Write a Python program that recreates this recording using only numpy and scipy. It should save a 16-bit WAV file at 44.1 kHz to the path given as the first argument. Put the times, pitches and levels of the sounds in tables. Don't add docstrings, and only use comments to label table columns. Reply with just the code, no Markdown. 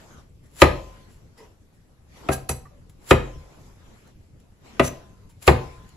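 import sys
import numpy as np
from scipy import signal
from scipy.fft import rfft, irfft
from scipy.io import wavfile
from scipy.ndimage import uniform_filter1d

SR = 44100
rng = np.random.default_rng(int(sys.argv[2]) if len(sys.argv) > 2 else 0)


def log_audio(samples):
    frames = np.atleast_2d(samples).T
    limited = np.clip(frames, -1, 1)
    pcm = np.round(limited * 32767).astype(np.int16)
    wavfile.write(sys.argv[1], SR, pcm)


N = 262836
STROKE_DEPTH_DB = 36


def gain_of(db):
    return 10 ** (np.asarray(db) / 20)


def evened(x):
    return x / np.sqrt(np.mean(x ** 2) + 1e-20)


def clock():
    return np.arange(N) / SR


def read(points, hz):
    f, value = np.transpose(points)
    return np.interp(np.log(hz + 1), np.log(f + 1), value)


def add(mix, s, sound):
    part = mix[:, round(s * SR):][:, :sound.shape[-1]]
    part += sound[..., :part.shape[1]]


def coloured(x, points):
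    hz = np.fft.rfftfreq(x.shape[-1], 1 / SR)
    return irfft(rfft(x) * gain_of(read(points, hz)), x.shape[-1])


def level(strokes):
    t, total = clock(), 0
    for s, hold, db, rise, fall in strokes:
        before = np.maximum(s - t, 0) / rise
        after = np.maximum(t - s - hold, 0) / fall
        total = total + gain_of(db - STROKE_DEPTH_DB * (before + after))
    return total


def pair(same):
    a, b = rng.standard_normal((2, N))
    return np.array([a, same * a + np.sqrt(1 - same ** 2) * b])


def rings(modes, t, spread):
    hz, db, t60 = np.transpose(modes)[:3, :, None, None]
    sign = (-1.) ** np.arange(len(modes))[:, None, None]
    apart = spread * np.log2(1 + hz / 300) * np.array([[.5], [-.5]]) * sign
    return sign * gain_of(db - 60 * t / t60) * np.sin(2 * np.pi * hz * t + apart)


def as_curve(gain):
    return np.transpose([clock(), 20 * np.log10(gain + 1e-5)])


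# frequency in Hz, likeness (1 is identical).
LIKENESS = [(60, 1), (180, 0.64), (550, 0.42), (1650, -0.04), (4970, 0.0038), (15000, 0.16)]


def air(points, curve, lo_hz, hi_hz, split_hz, patchy_db):
    frames, hz = N // 256 + 5, np.fft.rfftfreq(1024, 1 / SR)
    a, b, c, d, patches = rng.standard_normal((frames, 513, 5)).T
    patches = evened(uniform_filter1d(uniform_filter1d(patches, 14, 0), 10, 1))
    same = np.clip(read(LIKENESS, hz), -1, 1)[:, None]
    left = a + 1j * b
    z = np.array([left, same * left + np.sqrt(1 - same ** 2) * (c + 1j * d)])
    shape = gain_of(read(points, hz))
    db = np.interp(np.arange(frames) * 256 / SR, *np.transpose(curve))
    share = 1 / (1 + (hz[:, None] / split_hz) ** 2)
    z *= shape[:, None] * gain_of(share * db + (1 - share) * np.median(db) + patchy_db * patches)
    band = np.sqrt(np.sum(shape[(hz > lo_hz) & (hz < hi_hz)] ** 2))
    return signal.istft(z, nperseg=1024, noverlap=768)[1][:, :N] / band


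# time in seconds, relative level in dB.
HUM_DRIFT = [(0.0, -53.5), (0.3, -55), (1.3, -56), (1.76, -59.5), (2.27, -55), (3.0, -56.5), (3.9, -55.5),
             (4.45, -58), (5.2, -55), (5.96, -57.5)]
# frequency in Hz, relative density in dB per Hz.
HUM_SPECTRUM = [(15, -37.5), (28, -17), (45, 3), (60, 3), (125, -0.5), (200, -9.5), (400, -15), (800, -26),
                (1600, -31.5), (3200, -36), (7800, -37.5), (9100, -46.5), (10800, -36.5), (12300, -41.5),
                (14000, -58.5)]


def room_hum():
    steady = gain_of(np.interp(clock(), *np.transpose(HUM_DRIFT)))
    boom = after_blows(start_db=-47, db_per_s=24.5, follows=.5)
    curve = as_curve(np.hypot(steady, boom))
    return gain_of(3.5) * air(HUM_SPECTRUM, curve, 30, 250, 270, patchy_db=2.0)


# full at seconds, hold in seconds, relative level in dB, rise in seconds, fall in seconds.
MOVES = [(0.0, 0.19, -60, .1, 0.16), (0.444, .01, -72, 0.034, 0.14), (1.38, 0.071, -63.5, 0.049, 0.22),
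         (1.75, 0.034, -80, 0.24, 0.36), (2.175, 0.12, -56, 0.16, 0.077), (2.898, .005, -81, .015, 0.083),
         (3.02, 0.058, -68, 0.074, 0.11), (3.55, 0.12, -64, 0.54, 0.56), (3.87, 0.23, -66.5, .3, .12),
         (4.232, .01, -74.5, 0.11, 0.13), (4.4, .02, -74.5, 0.088, .25), (4.66, 0.16, -59.5, 0.11, 0.092),
         (5.89, 0.011, -68, 0.37, 0.15)]
# frequency in Hz, relative density in dB per Hz.
RUSTLE_SPECTRUM = [(100, -11.5), (200, -4), (470, -8), (1000, -10.5), (2200, -17), (4500, -22.5),
                   (7600, -22.5), (9000, -39), (11000, -25), (12500, -34), (15500, -52)]


def sleeves():
    hiss = after_blows(start_db=-54.5, db_per_s=36.5, follows=0.94)
    curve = as_curve(np.hypot(level(MOVES), hiss))
    return gain_of(3.5) * air(RUSTLE_SPECTRUM, curve, 1500, 14000, 40000, patchy_db=3.0)


# start in seconds, relative level in dB, pitch in Hz, t60 in seconds, sharpness from 0 to 1.
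TICKS = [(0.294, -66.5, 8000, 0.021, 0.3), (0.434, -62, 1880, 0.08, 0.6), (0.457, -56, 1830, 0.064, 0.5),
         (1.09, -37, 75, .2, 0.39), (1.377, -43, 444, 0.21, 0.06), (1.376, -58.5, 1937, 0.16, 0.2),
         (1.377, -67, 2550, 0.25, 0.1), (1.375, -58, 5000, 0.2, 0.55), (1.39, -52, 974, 0.23, 0),
         (1.73, -61, 592, 0.13, 0.54), (2.652, -41, 1168, 0.062, 0.06), (2.652, -51, 1844, 0.046, 0.16),
         (2.705, -48, 585, 0.15, 0.01), (2.895, -58.5, 5030, 0.059, 0.98), (3.299, -33.5, 117, 0.11, 0),
         (3.458, -37, 110.2, 0.15, 0), (3.59, -40, 130, 0.2, 0.25), (4.073, -58, 4020, 0.037, 0.75),
         (4.4, -65, 5004, 0.048, 0.95), (5.291, -55.5, 910, 0.12, .7), (5.416, -58, 2500, .1, 0.07),
         (5.89, -53, 7130, 0.028, 0.8)]


def scraps():
    t, out = np.arange(SR // 4) / SR, np.zeros((2, N))
    for s, db, hz, t60, sharp in TICKS:
        fuzz = rng.standard_normal((2, len(t))) + 2.2 * rng.standard_normal(len(t))
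        peak = signal.iirpeak(hz, 6., SR)
        ring = evened(signal.lfilter(*peak, signal.lfilter(*peak, fuzz)))
        crisp = evened(coloured(fuzz, CRUNCH_SPECTRUM))
        rise = 1 - np.exp(-t * hz / (2 + 16 * (1 - sharp)))
        add(out, s, gain_of(db - 60 * t / t60) * rise * ((1 - sharp) * ring + sharp * crisp))
    return gain_of(6.0) * out


# frequency in Hz, t60 in seconds.
KITCHEN_DECAY = [(60, .45), (200, 0.39), (600, 0.43), (1500, 0.31), (4000, 0.38), (8000, 0.25),
                 (14000, 0.29)]


def kitchen(x):
    taps = np.zeros((2, SR // 2))
    at = np.arange(160, SR // 2 - 20, 20) + rng.integers(0, 20, (2, (SR // 2 - 161) // 20))
    np.put_along_axis(taps, at, rng.choice([-1., 1.], at.shape), 1)
    taps += .5 * taps[::-1]
    hz, t, z = signal.stft(taps, SR, nperseg=512)
    tail = signal.istft(z * gain_of(-60 * t / read(KITCHEN_DECAY, hz)[:, None]), SR, nperseg=512)[1]
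    return signal.fftconvolve(x, tail / np.linalg.norm(tail[0]), axes=1)[:, :N]


# breaks through at seconds, relative crunch level in dB, time to get through in seconds.
CUTS = [(0.617, -27.5, 0.12), (3.107, -29.5, 0.11), (5.426, -44, 0.045), (5.476, -27, 0.056)]
CUT_DEPTH_DB, CUT_BEND, CUT_STOP_DB_PER_S = 47.5, .6, 549.5


def cutting():
    t, force = clock(), 0
    for s, db, length in CUTS:
        growth_db = CUT_DEPTH_DB * (np.maximum(s - t, 0) / length) ** CUT_BEND
        stop_db = CUT_STOP_DB_PER_S * np.maximum(t - s, 0)
        force = force + gain_of(db - growth_db - stop_db)
    return force


# frequency in Hz, relative density in dB per Hz.
CRUNCH_SPECTRUM = [(180, -34.5), (300, -1.5), (3510, -6.5), (6460, -9), (7250, 1.5), (8990, -20),
                   (10400, 0), (11900, -8), (13400, -23), (15500, -10.5)]


def stems():
    snap_size = gain_of(3. * np.minimum(rng.exponential(1, N), 4))
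    snaps = snap_size * (rng.random(N) < 5000 / SR)
    crunch = coloured(snaps * pair(0.22) + 0.25 * pair(.4), CRUNCH_SPECTRUM)
    return gain_of(4.5) * cutting() * evened(crunch)


# frequency in Hz, t60 in seconds.
THUD_DECAY = [(60, 0.3), (300, .12), (1000, 0.097), (3000, 0.058), (10000, 0.018)]
# frequency in Hz, relative density in dB per Hz.
THUD_SPECTRUM = [(40, -20), (100, 1), (500, 1), (1300, -7), (2600, -8), (4000, -18.5), (7600, -27),
                 (9000, -36), (11000, -31), (15500, -43)]


def thud(t):
    noise = rng.standard_normal((2, len(t))) + 1.4 * rng.standard_normal(len(t))
    noise = evened(coloured(noise, THUD_SPECTRUM))
    out = 0
    for hz in 62.5 * 2 ** np.arange(9):
        band = coloured(noise, [(hz / 2, -60), (hz / 1.6, -6), (hz, 0), (hz * 1.25, -6), (hz * 2, -60)])
        out = out + band * (1 - np.exp(-t * hz / 3.7)) * gain_of(-60 * t / read(THUD_DECAY, hz))
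    return out


# frequency in Hz, relative level in dB, t60 in seconds, rise in milliseconds.
BOARD_MODES = [(45, -22.5, 0.7, 20), (72.7, -5.5, 0.2, 9.2), (135, -7, 0.28, 11), (253.4, -8.5, 0.087, 7.2),
               (312.6, -2.5, 0.091, 2.2), (383.5, 0.5, 0.089, 3.1), (479, -6.5, 0.12, 4),
               (535.3, -9, 0.18, 2.1), (580, -8.5, 0.095, 8.8), (646, -3.5, 0.094, 4.5),
               (737, -6.5, .1, 2.6), (850, -13, .06, 19), (1026, -36, 0.67, 3), (1025, -36.5, .9, 3),
               (1229, 1.5, .04, 0.99), (1667, -5.5, 0.0082, 1), (1900, -5, 0.033, 0.65),
               (2100, -7.5, 0.012, .6), (2485, -6.5, 0.026, 0.54), (2691, -9, .018, 0.31)]
# frequency in Hz, relative level in dB, t60 in seconds.
BLADE_MODES = [(765, -7, .19), (1612, -12.5, 0.14), (2544, -8, 0.1), (4080, -2, 0.038), (4770, -6.5, 0.048),
               (6063, -0.5, 0.061), (6970, -10.5, .12), (7130, -5, 0.1), (7900, -7.5, 0.18),
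               (8020, -8.5, 0.25), (9900, -11, 0.073), (10200, -10, 0.14), (10580, 4, 0.054),
               (11160, -8, 0.11), (11460, -2.5, 0.12), (12180, -8.5, .12), (14390, -11.5, .1),
               (14880, -13, .1)]
# start in seconds, relative blow level in dB,
# brightness in dB per octave above 1 kHz, heaviness in dB in the bass (full below 150 Hz, gone by 250 Hz),
# blade ring in dB against the blow, extra dB for the blade's slow flexing,
# left over right in dB before the microphones colour it.
BLOWS = [(0.6179, 5, 1, -1.5, -48.5, 1, 0.5), (2.2874, -8.5, -3.5, 0.5, -37.5, 13, 1.),
         (2.318, -27.5, -3.5, -2.5, -15, 22, -3), (2.4924, -20, -0.5, 9.5, -8, 3.5, -1),
         (3.109, 2, -0.5, 2.5, -49.5, 2.5, 0), (4.7955, -2.5, -1.5, -4, -39.5, -2.5, 1.5),
         (5.4769, 4, -1.5, 1, -81, 2.5, 1)]
PUNCH_DB, PUNCH_S = 3.5, 0.0023


def blows():
    t, out = np.arange(SR // 2) / SR, np.zeros((2, N))
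    rise_ms = np.transpose(BOARD_MODES)[3, :, None, None]
    board = rings(BOARD_MODES, t, spread=0.24) * (1 - np.exp(-1000 * t / rise_ms))
    blade = rings(BLADE_MODES, t, spread=.3)
    flexing = np.transpose(BLADE_MODES)[0, :, None, None] < 2000
    for s, db, bright_db, heavy_db, blade_db, flex_db, pan_db in BLOWS:
        spot = gain_of(1.5 * rng.standard_normal((len(BOARD_MODES), 1, 1)))
        punch_db = PUNCH_DB * np.exp(-t / PUNCH_S)
        wood = gain_of(-8.5) * (spot * board).sum(0) + gain_of(-1.5 + punch_db) * thud(t)
        wood = np.pad(wood, ((0, 0), (0, SR // 10)))
        wood = coloured(wood, [(150, heavy_db), (250, 0), (1000, 0), (16000, 4 * bright_db)])[:, :len(t)]
        uneven_db = 2.5 * rng.standard_normal((len(BLADE_MODES), 1, 1))
        steel = (gain_of(blade_db + flex_db * flexing + uneven_db) * blade).sum(0)
        add(out, s, gain_of(db + np.array([[pan_db], [-pan_db]]) / 2) * (wood + steel))
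    return out


def after_blows(start_db, db_per_s, follows):
    t = clock()
    return sum((t > s) * gain_of(start_db + follows * db - db_per_s * np.maximum(t - s, 0))
               for s, db, *_ in BLOWS)


# full at seconds, hold in seconds, relative pressure in dB,
# rise in seconds, fall in seconds, blade mode it favours in Hz, by how many dB.
DRAGS = [(2.328, 0.0081, -28, 0.038, 0.051, 10580, 6), (2.49, 0.032, -35, 0.0037, 0.024, 6020, 15),
         (4.846, 0.036, -31.5, 0.054, 0.017, 6020, 14)]


def singing():
    t = np.arange(SR // 2) / SR
    blade = rings(BLADE_MODES, t, spread=.3)
    slips = rng.standard_normal(N) * gain_of(5.0 * rng.standard_normal(N))
    modes_hz, out = np.transpose(BLADE_MODES)[0, :, None, None], 0
    for *stroke, hz, favour_db in DRAGS:
        favoured = gain_of(favour_db * (abs(modes_hz / hz - 1) < .02))
        shaken = (favoured * blade).sum(0) * gain_of(-200. 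* t)
        shaken /= np.linalg.norm(shaken[0])
        out = out + signal.fftconvolve((level([stroke]) * slips)[None], shaken, axes=1)[:, :N]
    return gain_of(-6.0) * out


def scraping():
    pressure = level([row[:5] for row in DRAGS])
    return gain_of(-2.5) * pressure * evened(coloured(pair(.3), CRUNCH_SPECTRUM))


# frequency in Hz, gain of the left-right difference in dB.
MICROPHONE_DIFFERENCE = [(60, -10), (200, -6.5), (500, 3.5), (2000, 2.5), (10000, -0.5)]


def scene():
    near = scraps() + stems() + blows() + singing() + scraping()
    left, right = near + gain_of(-10.5) * kitchen(near)
    mid = (left + right) / 2
    side = coloured(left - right, MICROPHONE_DIFFERENCE) / 2
    return np.array([mid + side, mid - side]) + sleeves() + room_hum()


def record(dry):
    flattened = np.clip(dry * gain_of([[.6], [-.6]]), -.97, .97)
    low_pass = signal.firwin(255, 15600, window=("kaiser", 9), fs=SR)
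    return signal.oaconvolve(flattened, low_pass[None], "same")


dry = scene()
out = record(dry)
log_audio(out)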